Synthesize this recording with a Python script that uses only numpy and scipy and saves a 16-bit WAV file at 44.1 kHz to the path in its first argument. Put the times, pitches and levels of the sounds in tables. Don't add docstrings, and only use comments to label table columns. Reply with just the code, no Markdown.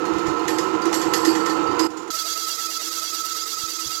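import sys
import numpy as np
from scipy import signal
from scipy.fft import rfft, irfft
from scipy.io import wavfile
from scipy.ndimage import uniform_filter1d

SR = 44100
rng = np.random.default_rng(int(sys.argv[2]) if len(sys.argv) > 2 else 0)


def dump(signal):
    limited = np.clip(np.atleast_2d(signal).T, -1, 1)
    pcm = np.round(limited * 32767).astype(np.int16)
    wavfile.write(sys.argv[1], SR, pcm)


N = 176400
T = np.arange(N) / SR
DROP_S, RUB_S = 1.868, 2.103
DROPPED = np.clip((T - DROP_S) / 0.011, 0, 1)
RUBBING = np.clip((T - RUB_S) / 0.0011, 0, 1)


def from_db(db):
    return np.exp(np.asarray(db) * (np.log(10) / 20))


def rms_one(x):
    return x / np.sqrt(np.mean(np.abs(x) ** 2) + 1e-20)


def drift(rate_hz):
    step, settle = 40, 2000
    pole = np.exp(-2 * np.pi * rate_hz * step / SR)
    noise = rng.standard_normal(N // step + settle + 2)
    slow = signal.lfilter([1], [1, -2 * pole, pole * pole], noise)[settle:]
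    return np.interp(np.arange(N) / step, np.arange(len(slow)), rms_one(slow))


def coloured(points, source=None):
    hz, db = np.transpose(points)
    x = rng.standard_normal(N) if source is None else source
    bins_hz = np.maximum(np.fft.rfftfreq(N, 1 / SR), 1)
    return rms_one(irfft(rfft(x) * from_db(np.interp(np.log(bins_hz), np.log(hz), db)), N))


def resonate(modes):
    out = 0
    for hz, width, db in modes:
        peak = signal.butter(1, [hz - width / 2, hz + width / 2], "band", fs=SR, output="sos")
        skirt = signal.butter(1, [hz * 3 / 4, hz * 4 / 3], "band", fs=SR, output="sos")
        out += from_db(db) * rms_one(signal.sosfilt(np.vstack([peak, skirt]), rng.standard_normal(N)))
    return rms_one(out)


def wavering(rough, waver_hz, even):
    waver = 1 + rough * (drift(waver_hz) + 1j * drift(waver_hz))
    return rms_one(waver / (np.abs(waver) + 1e-9) ** .6 if even else waver)


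def sine(hz, waver):
    phase = 2 * np.pi * np.cumsum(hz + 0 * T) / SR
    return np.sqrt(2) * (waver.real * np.cos(phase) - waver.imag * np.sin(phase))


def tone(hz, rough, waver_hz, even=False):
    return sine(hz, wavering(rough, waver_hz, even))


def strike(start_s, attack_s, t60_s):
    out = np.zeros(N)
    on = slice(int(start_s * SR), int((start_s + attack_s + 2 * t60_s) * SR))
    age_s = T[on] - start_s
    out[on] = np.clip(age_s / attack_s, 0, 1) * from_db(-60 * np.maximum(age_s - attack_s, 0) / t60_s)
    return out


def iron_grit(ripple_db, per_s=9000, spread_db=1.5, mode_width_hz=67):
    hits = (rng.random(N) < per_s / SR) * rng.choice([-1, 1], N)
    spectrum = rfft(hits * from_db(spread_db * np.minimum(rng.exponential(1, N), 5)))
    bins = int(mode_width_hz * N / SR)
    ripple = uniform_filter1d(uniform_filter1d(rng.standard_normal(len(spectrum)), bins), bins)
    return irfft(spectrum * from_db(ripple_db * np.clip(rms_one(ripple), -2, 2)), N)


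# pitch_hz, width_hz, level_db
FRAME_MODES = [(173, 13, -22.5), (205, 8.5, -20), (326.3, 14.3, -2.5), (342, 12, -10.5), (380.3, 5.3, -10),
               (471, 35, -5), (720, 36, -15.5), (855, 21, -13.5), (943, 72, -13), (1022, 32, -7),
               (1160, 130, -15.5), (1297, 48, -9), (1377, 24, -10.5), (1825, 27, -23)]


def frame():
    body = resonate(FRAME_MODES)
    power = uniform_filter1d(body ** 2, SR // 12)
    return from_db(-1.5) * rms_one(body / power ** 0.22)


# freq_hz, level_db
RATTLE_SPECTRUM = [(25, -44), (60, -19), (170, -13), (250, -23.5), (330, 0.5), (430, -9.5), (490, -8.5),
                   (600, -29), (760, -15.5), (1000, -16.5), (1350, -16.5), (1620, -20.5), (1850, -20),
                   (2350, -22), (2800, -23), (3700, -27.5), (4500, -29), (7300, -32.5), (8400, -45.5),
                   (15500, -51.5)]


def rattle():
    level_db = -5.5 - 2.5 * DROPPED + drift(34)
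    return from_db(level_db) * coloured(RATTLE_SPECTRUM, iron_grit(ripple_db=3))


# time_s, level_db
WHINE_LEVELS = [(0, -4.5), (.14, -10), (.19, -10), (.25, -8), (.39, -3.5), (.43, -30), (.55, -15),
                (.64, -5), (.78, -17.5), (.86, -10.5), (.96, -15.5), (1.14, -8), (1.37, -16), (1.43, -4.5),
                (1.57, -9.5), (1.71, -0.5), (1.82, -15.5)]


def whine():
    return from_db(np.interp(T, *np.transpose(WHINE_LEVELS))) * tone(1309, rough=0.2, waver_hz=8.1)


# pitch_hz, width_hz, level_db
PANELS = [(751, 85, -6), (860, 65, -3), (1010, 60, 1)]


def chatter(swing_db=4.5):
    out = 0
    for hz, width, db in PANELS:
        fits = from_db(swing_db * np.clip(drift(20), -2, 1.5))
        out += from_db(db) * rms_one(fits * resonate([(hz, width, 0)]))
    return from_db(-10) * rms_one(out)


def hum(turns_per_s=9.4, depth_db=4.5, rise_db_per_s=2.5):
    throb_db = depth_db * np.cos(2 * np.pi * turns_per_s * (T - 0.0048))
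    rise_db = rise_db_per_s * np.minimum(T - DROP_S, 0)
    return from_db(-3.5 + throb_db + rise_db) * tone(323.1, rough=1, waver_hz=12, even=True)


def rumble(recover_s=0.064):
    mill = frame() + rattle() + whine() + chatter() + hum()
    loud_db = -26.5 + 0.52 * T
    dropped_db = -34.5 - 4 * np.exp(-np.maximum(T - DROP_S, 0) / recover_s)
    return from_db(loud_db * (1 - DROPPED) + dropped_db * DROPPED) * mill * (1 - RUBBING)


# freq_hz, level_db
STREET_SPECTRUM = [(20, -37), (55, -7.5), (200, -12), (600, -19), (2000, -6.5), (15000, -33)]


def street():
    return from_db(-57) * coloured(STREET_SPECTRUM)


def ringing(times_s, levels_db, modes, waver_hz):
    blows = np.full(N, 1e-18)
    blows[(times_s * SR).astype(int)] = from_db(levels_db) ** 2
    out = 0
    for hz, db, t60_s in modes:
        energy = signal.lfilter([1], [1, -from_db(-120 / (t60_s * SR))], blows)
        out += from_db(db) * np.sqrt(energy) * tone(hz, rough=1, waver_hz=waver_hz, even=True)
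    return out


# start_s, scrape_db, scrape_t60_s, plate_db, housing_db, attack_s, spot_hz, spot_db
CONTACTS = [(.051, -40.5, 0.12, -62, -61, .003, 4250, -45), (.135, -46, 0.09, -61, -62, .002, 4300, -60),
            (0.184, -38.5, .06, -68.5, -57, .0015, 4300, -49), (.263, -39, .12, -73, -43, .006, 5500, -48),
            (.283, -43, 0.089, -68, -50, .003, 4300, -48), (.389, -46, 0.12, -59, -58, 0.0072, 4250, -48),
            (.479, -29.5, .12, -40.5, -33.5, 0.0021, 5020, -43),
            (0.583, -29.5, 0.073, -48, -36, .002, 5000, -36.5),
            (.817, -39.5, 0.12, -66, -54, .002, 4750, -41),
            (0.853, -31.5, 0.053, -66, -43, .001, 5900, -44), (.925, -32, .1, -50, -51, 0.0066, 7650, -47),
            (.941, -27, 0.12, -35, -44, .0012, 5900, -40), (1.014, -32, .09, -60, -36, 0.0011, 4600, -52),
            (1.136, -22.5, .09, -34.5, -30.5, .0008, 5017, -31.5),
            (1.249, -24.5, 0.082, -37, -35.5, 0.0009, 5000, -31.5),
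            (1.288, -40, 0.09, -52, -50, .002, 4600, -33.5), (1.35, -34.5, .12, -50, -35, .004, 5700, -46),
            (1.403, -39, .09, -58, -50, .002, 4500, -41),
            (1.459, -30.5, 0.069, -46.5, -35.5, .003, 5000, -44),
            (1.494, -36, 0.16, -54, -42, .004, 4500, -36), (1.669, -49, 0.098, -72, -57, .003, 4700, -43.5),
            (1.708, -46, 0.093, -66, -50, 0.0052, 4750, -45),
            (1.792, -26, 0.081, -39, -46, 0.0034, 5000, -31.5),
            (1.812, -42, .06, -58, -51, .002, 4970, -32.5),
            (1.902, -29.5, .08, -60, -44, 0.0025, 6800, -39), (1.966, -27, 0.1, -58, -44, 0.008, 7050, -29),
            (2.019, -33, 0.074, -61, -44, 0.0033, 7000, -44),
            (2.077, -28.5, 0.049, -56, -38, .002, 7000, -40)]
# freq_hz, level_db
CLANK_SPECTRUM = [(600, -17), (1200, -0.5), (1850, 5), (2400, -2.5), (3500, -1), (5000, 3), (7300, 1),
                  (8500, -11), (11500, -10.5), (15800, -24)]
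# pitch_hz, width_hz, level_db
CLONK_MODES = [(1800, 70, 2), (1960, 110, -4), (2520, 200, -11), (2960, 200, -11)]
# pitch_hz, level_db, t60_s
PLATE_MODES = [(4465, -5, 0.57), (4490, -6.5, 0.82), (7570, -11.5, 1), (7645, -2.5, 0.78),
               (11340, -2.5, 0.41), (14150, -23, .3), (15400, -14, 0.35)]
# pitch_hz, level_db, t60_s
HOUSING_MODES = [(1810, -3, 0.24), (1970, -7, .2), (2530, -14, 0.22), (2980, -12.5, 0.22),
                 (3330, -10, 0.23), (6000, -13, 0.31), (6830, -6, 0.18)]


def clanks():
    crack_power = tail_power = lead_in = clonk = 0
    for s, db, t60_s, _, housing_db, attack_s, _, _ in CONTACTS:
        crack_power += (from_db(db) * strike(s, attack_s, t60_s)) ** 2
        tail_power += (from_db(db - 8) * strike(s, attack_s, t60_s=0.46)) ** 2
        lead_in += from_db(db - 13) * np.exp(-np.abs(T - s) / 0.0061)
        clonk += from_db(housing_db - 1) * strike(s, attack_s, t60_s=0.16)
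    out = 0
    for envelope in (np.sqrt(crack_power) + lead_in, np.sqrt(tail_power)):
        out += envelope * coloured(CLANK_SPECTRUM, iron_grit(ripple_db=4.5, per_s=3500, spread_db=2.5))
    out += clonk * resonate(CLONK_MODES)
    waver = wavering(rough=0.95, waver_hz=70, even=True)
    for s, *_, attack_s, spot_hz, spot_db in CONTACTS:
        out += from_db(spot_db) * strike(s, attack_s, t60_s=0.26) * sine(spot_hz, waver)
    times_s, _, _, plate_db, housing_db, *_ = np.transpose(CONTACTS)
    out += ringing(times_s, plate_db, PLATE_MODES, waver_hz=34.7)
    out += ringing(times_s, housing_db, HOUSING_MODES, waver_hz=30)
    return out * from_db(-15.5 * DROPPED)


# start_s, level_db, t60_s
MIC_BUMPS = [(.12, -42, 0.65), (.28, -36, 0.24), (1.08, -45, .12), (1.68, -39.5, 0.36), (1.9, -45, 0.079),
             (3.636, -44, 0.066), (3.859, -39, 0.11)]
# freq_hz, level_db
BUMP_SPECTRUM = [(20, -32), (60, 3), (120, 4), (220, -5), (600, -22), (3000, -70)]


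def bumps():
    envelope = sum(from_db(db) * strike(s, 0.0026, t60_s) for s, db, t60_s in MIC_BUMPS)
    return envelope * coloured(BUMP_SPECTRUM)


# start_s, level_db
FRAME_KNOCKS = [(.856, -12.5), (1.268, -11.5), (1.838, -17.5)]


def knocks(pitch_hz=326.4):
    out = 0
    for s, db in FRAME_KNOCKS:
        envelope = from_db(db) * strike(s, attack_s=0.014, t60_s=0.17)
        out += envelope * np.sin(2 * np.pi * pitch_hz * (T - s))
    return out * (1 - DROPPED)


# pitch_hz, width_hz, level_db
MURMUR_MODES = [(184, 53, -17), (326.3, 12, 1), (451, 39, -3.5), (874, 56, -14), (996, 29, -11)]


def frame_murmur():
    return from_db(-48) * resonate(MURMUR_MODES) * RUBBING


def passing(turns, place_turns, width_turns):
    past = (turns - place_turns + .5) % 1 - .5
    return past, np.exp(-2 * (past / width_turns) ** 2)


# freq_hz, level_db
SCRAPE_SPECTRUM = [(400, -23), (650, -13.5), (1000, -13), (1600, -9.5), (1950, -10.5), (2400, -14.5),
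                   (3400, -4), (4700, -0.5), (6500, 0), (7700, -2.5), (8500, -11.5), (9300, -9.5),
                   (10800, -9), (12000, -3.5), (13500, -11), (15700, -15.5)]


def scrape(turns, pressure_db, sectors=4):
    swells = [passing(turns, k / sectors, 1 / sectors)[1] for k in range(sectors)]
    grit = sum(swell * iron_grit(ripple_db=4) for swell in swells)
    grit /= np.sqrt(sum(swell ** 2 for swell in swells))
    return from_db(-35 + pressure_db + drift(23)) * coloured(SCRAPE_SPECTRUM, grit)


# pitch_hz, level_db, place_turns, width_turns, glide_hz_per_turn
SQUEAL_SPOTS = [(1933, -51, 0.5, 0.3, 10), (2112, -53, .5, 1, 96), (2520, -49.5, .34, 0.19, 298),
                (2636, -51, 0.93, 0.32, 200), (2785, -45.5, .6, 0.21, 200), (3310, -43, 0.85, 0.27, 100),
                (3800, -43, 0.45, 0.23, 594), (4060, -44, 0.06, 0.29, -300), (4300, -49, 0.86, 0.52, -2),
                (4620, -40.5, 0.53, 0.3, 152), (4690, -37, 0.92, 0.5, -100),
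                (4830, -40.5, 0.54, 0.35, -100), (5140, -40, 0.06, 0.36, 0), (5690, -44, 0.6, 0.25, -100),
                (5870, -41.5, 0.75, 0.64, -100), (6620, -39, 0.07, 0.53, -41), (7170, -45.5, 0.86, 0.5, -2)]


def squeals(turns):
    out = 0
    for hz, db, place, width, glide in SQUEAL_SPOTS:
        past, swell = passing(turns, place, width)
        out += from_db(db) * swell * tone(hz + glide * past, rough=1.94, waver_hz=40.3)
    return out


# centre_s, dip_db
GRIP_BREAKS = [(2.335, -9.5), (2.55, -8.5), (2.725, -9.5), (2.85, -5), (2.945, -6.5), (3.09, -17),
               (3.5, -9), (3.715, -11), (3.865, -7)]


def singing(pitch_hz, level_db, build_s=1, break_s=0.021):
    depth = np.interp(T - RUB_S, [0, build_s], [0.47, 1])
    pulse_db = depth * (level_db - level_db.max())
    grip_db = 1.1 * drift(2.7) + sum(db * np.exp(-((T - s) / break_s) ** 2) for s, db in GRIP_BREAKS)
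    return from_db(-30.5 + grip_db + pulse_db) * tone(pitch_hz, rough=0.63, waver_hz=13, even=True)


# centre_s, level_db
PLATE_CHIRPS = [(2.15, -46), (2.262, -45), (2.37, -48), (2.53, -53), (2.70, -49), (2.812, -50), (2.97, -55),
                (3.03, -48), (3.14, -59), (3.25, -56), (3.36, -58)]


def chirps(pitch_hz=656, glide_hz_per_s=850, width_s=0.019):
    centre_s, db = np.transpose(PLATE_CHIRPS)
    nearest = np.searchsorted((centre_s[1:] + centre_s[:-1]) / 2, T)
    past_s = T - centre_s[nearest]
    envelope = from_db(db[nearest]) * np.exp(-(past_s / width_s) ** 2)
    return envelope * tone(pitch_hz + glide_hz_per_s * past_s, rough=1, waver_hz=45, even=True)


# place_turns, scrape_db, singing_db, singing_hz
TURN_PROFILE = [(0, 2, 3.5, 1323), (.12, 2.5, 3.5, 1313), (.23, -3, -8, 1310), (0.359, 1.5, 5.5, 1286),
                (.49, 5, 1, 1318), (.68, 2, -3.5, 1320), (.86, 2.5, -2.5, 1305)]


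def rub(turns_per_s=9.08, fade_db_per_s=-1):
    since_s = T - RUB_S
    turns = since_s * turns_per_s
    place, *columns = np.transpose(TURN_PROFILE)
    scrape_db, singing_db, singing_hz = [np.interp(turns, place, c, period=1) for c in columns]
    whirr = from_db(fade_db_per_s * since_s) * (scrape(turns, scrape_db) + squeals(turns))
    return RUBBING * (whirr + singing(singing_hz, singing_db) + chirps())


def scene():
    mill = rumble() + knocks() + frame_murmur() + clanks() + rub()
    return np.stack([np.zeros(N), 2 * (mill + street() + bumps())])


def record(dry, cutoff_hz=15850):
    return signal.sosfilt(signal.ellip(12, .1, 80, cutoff_hz, fs=SR, output="sos"), dry)


dry = scene()
out = record(dry)
dump(out)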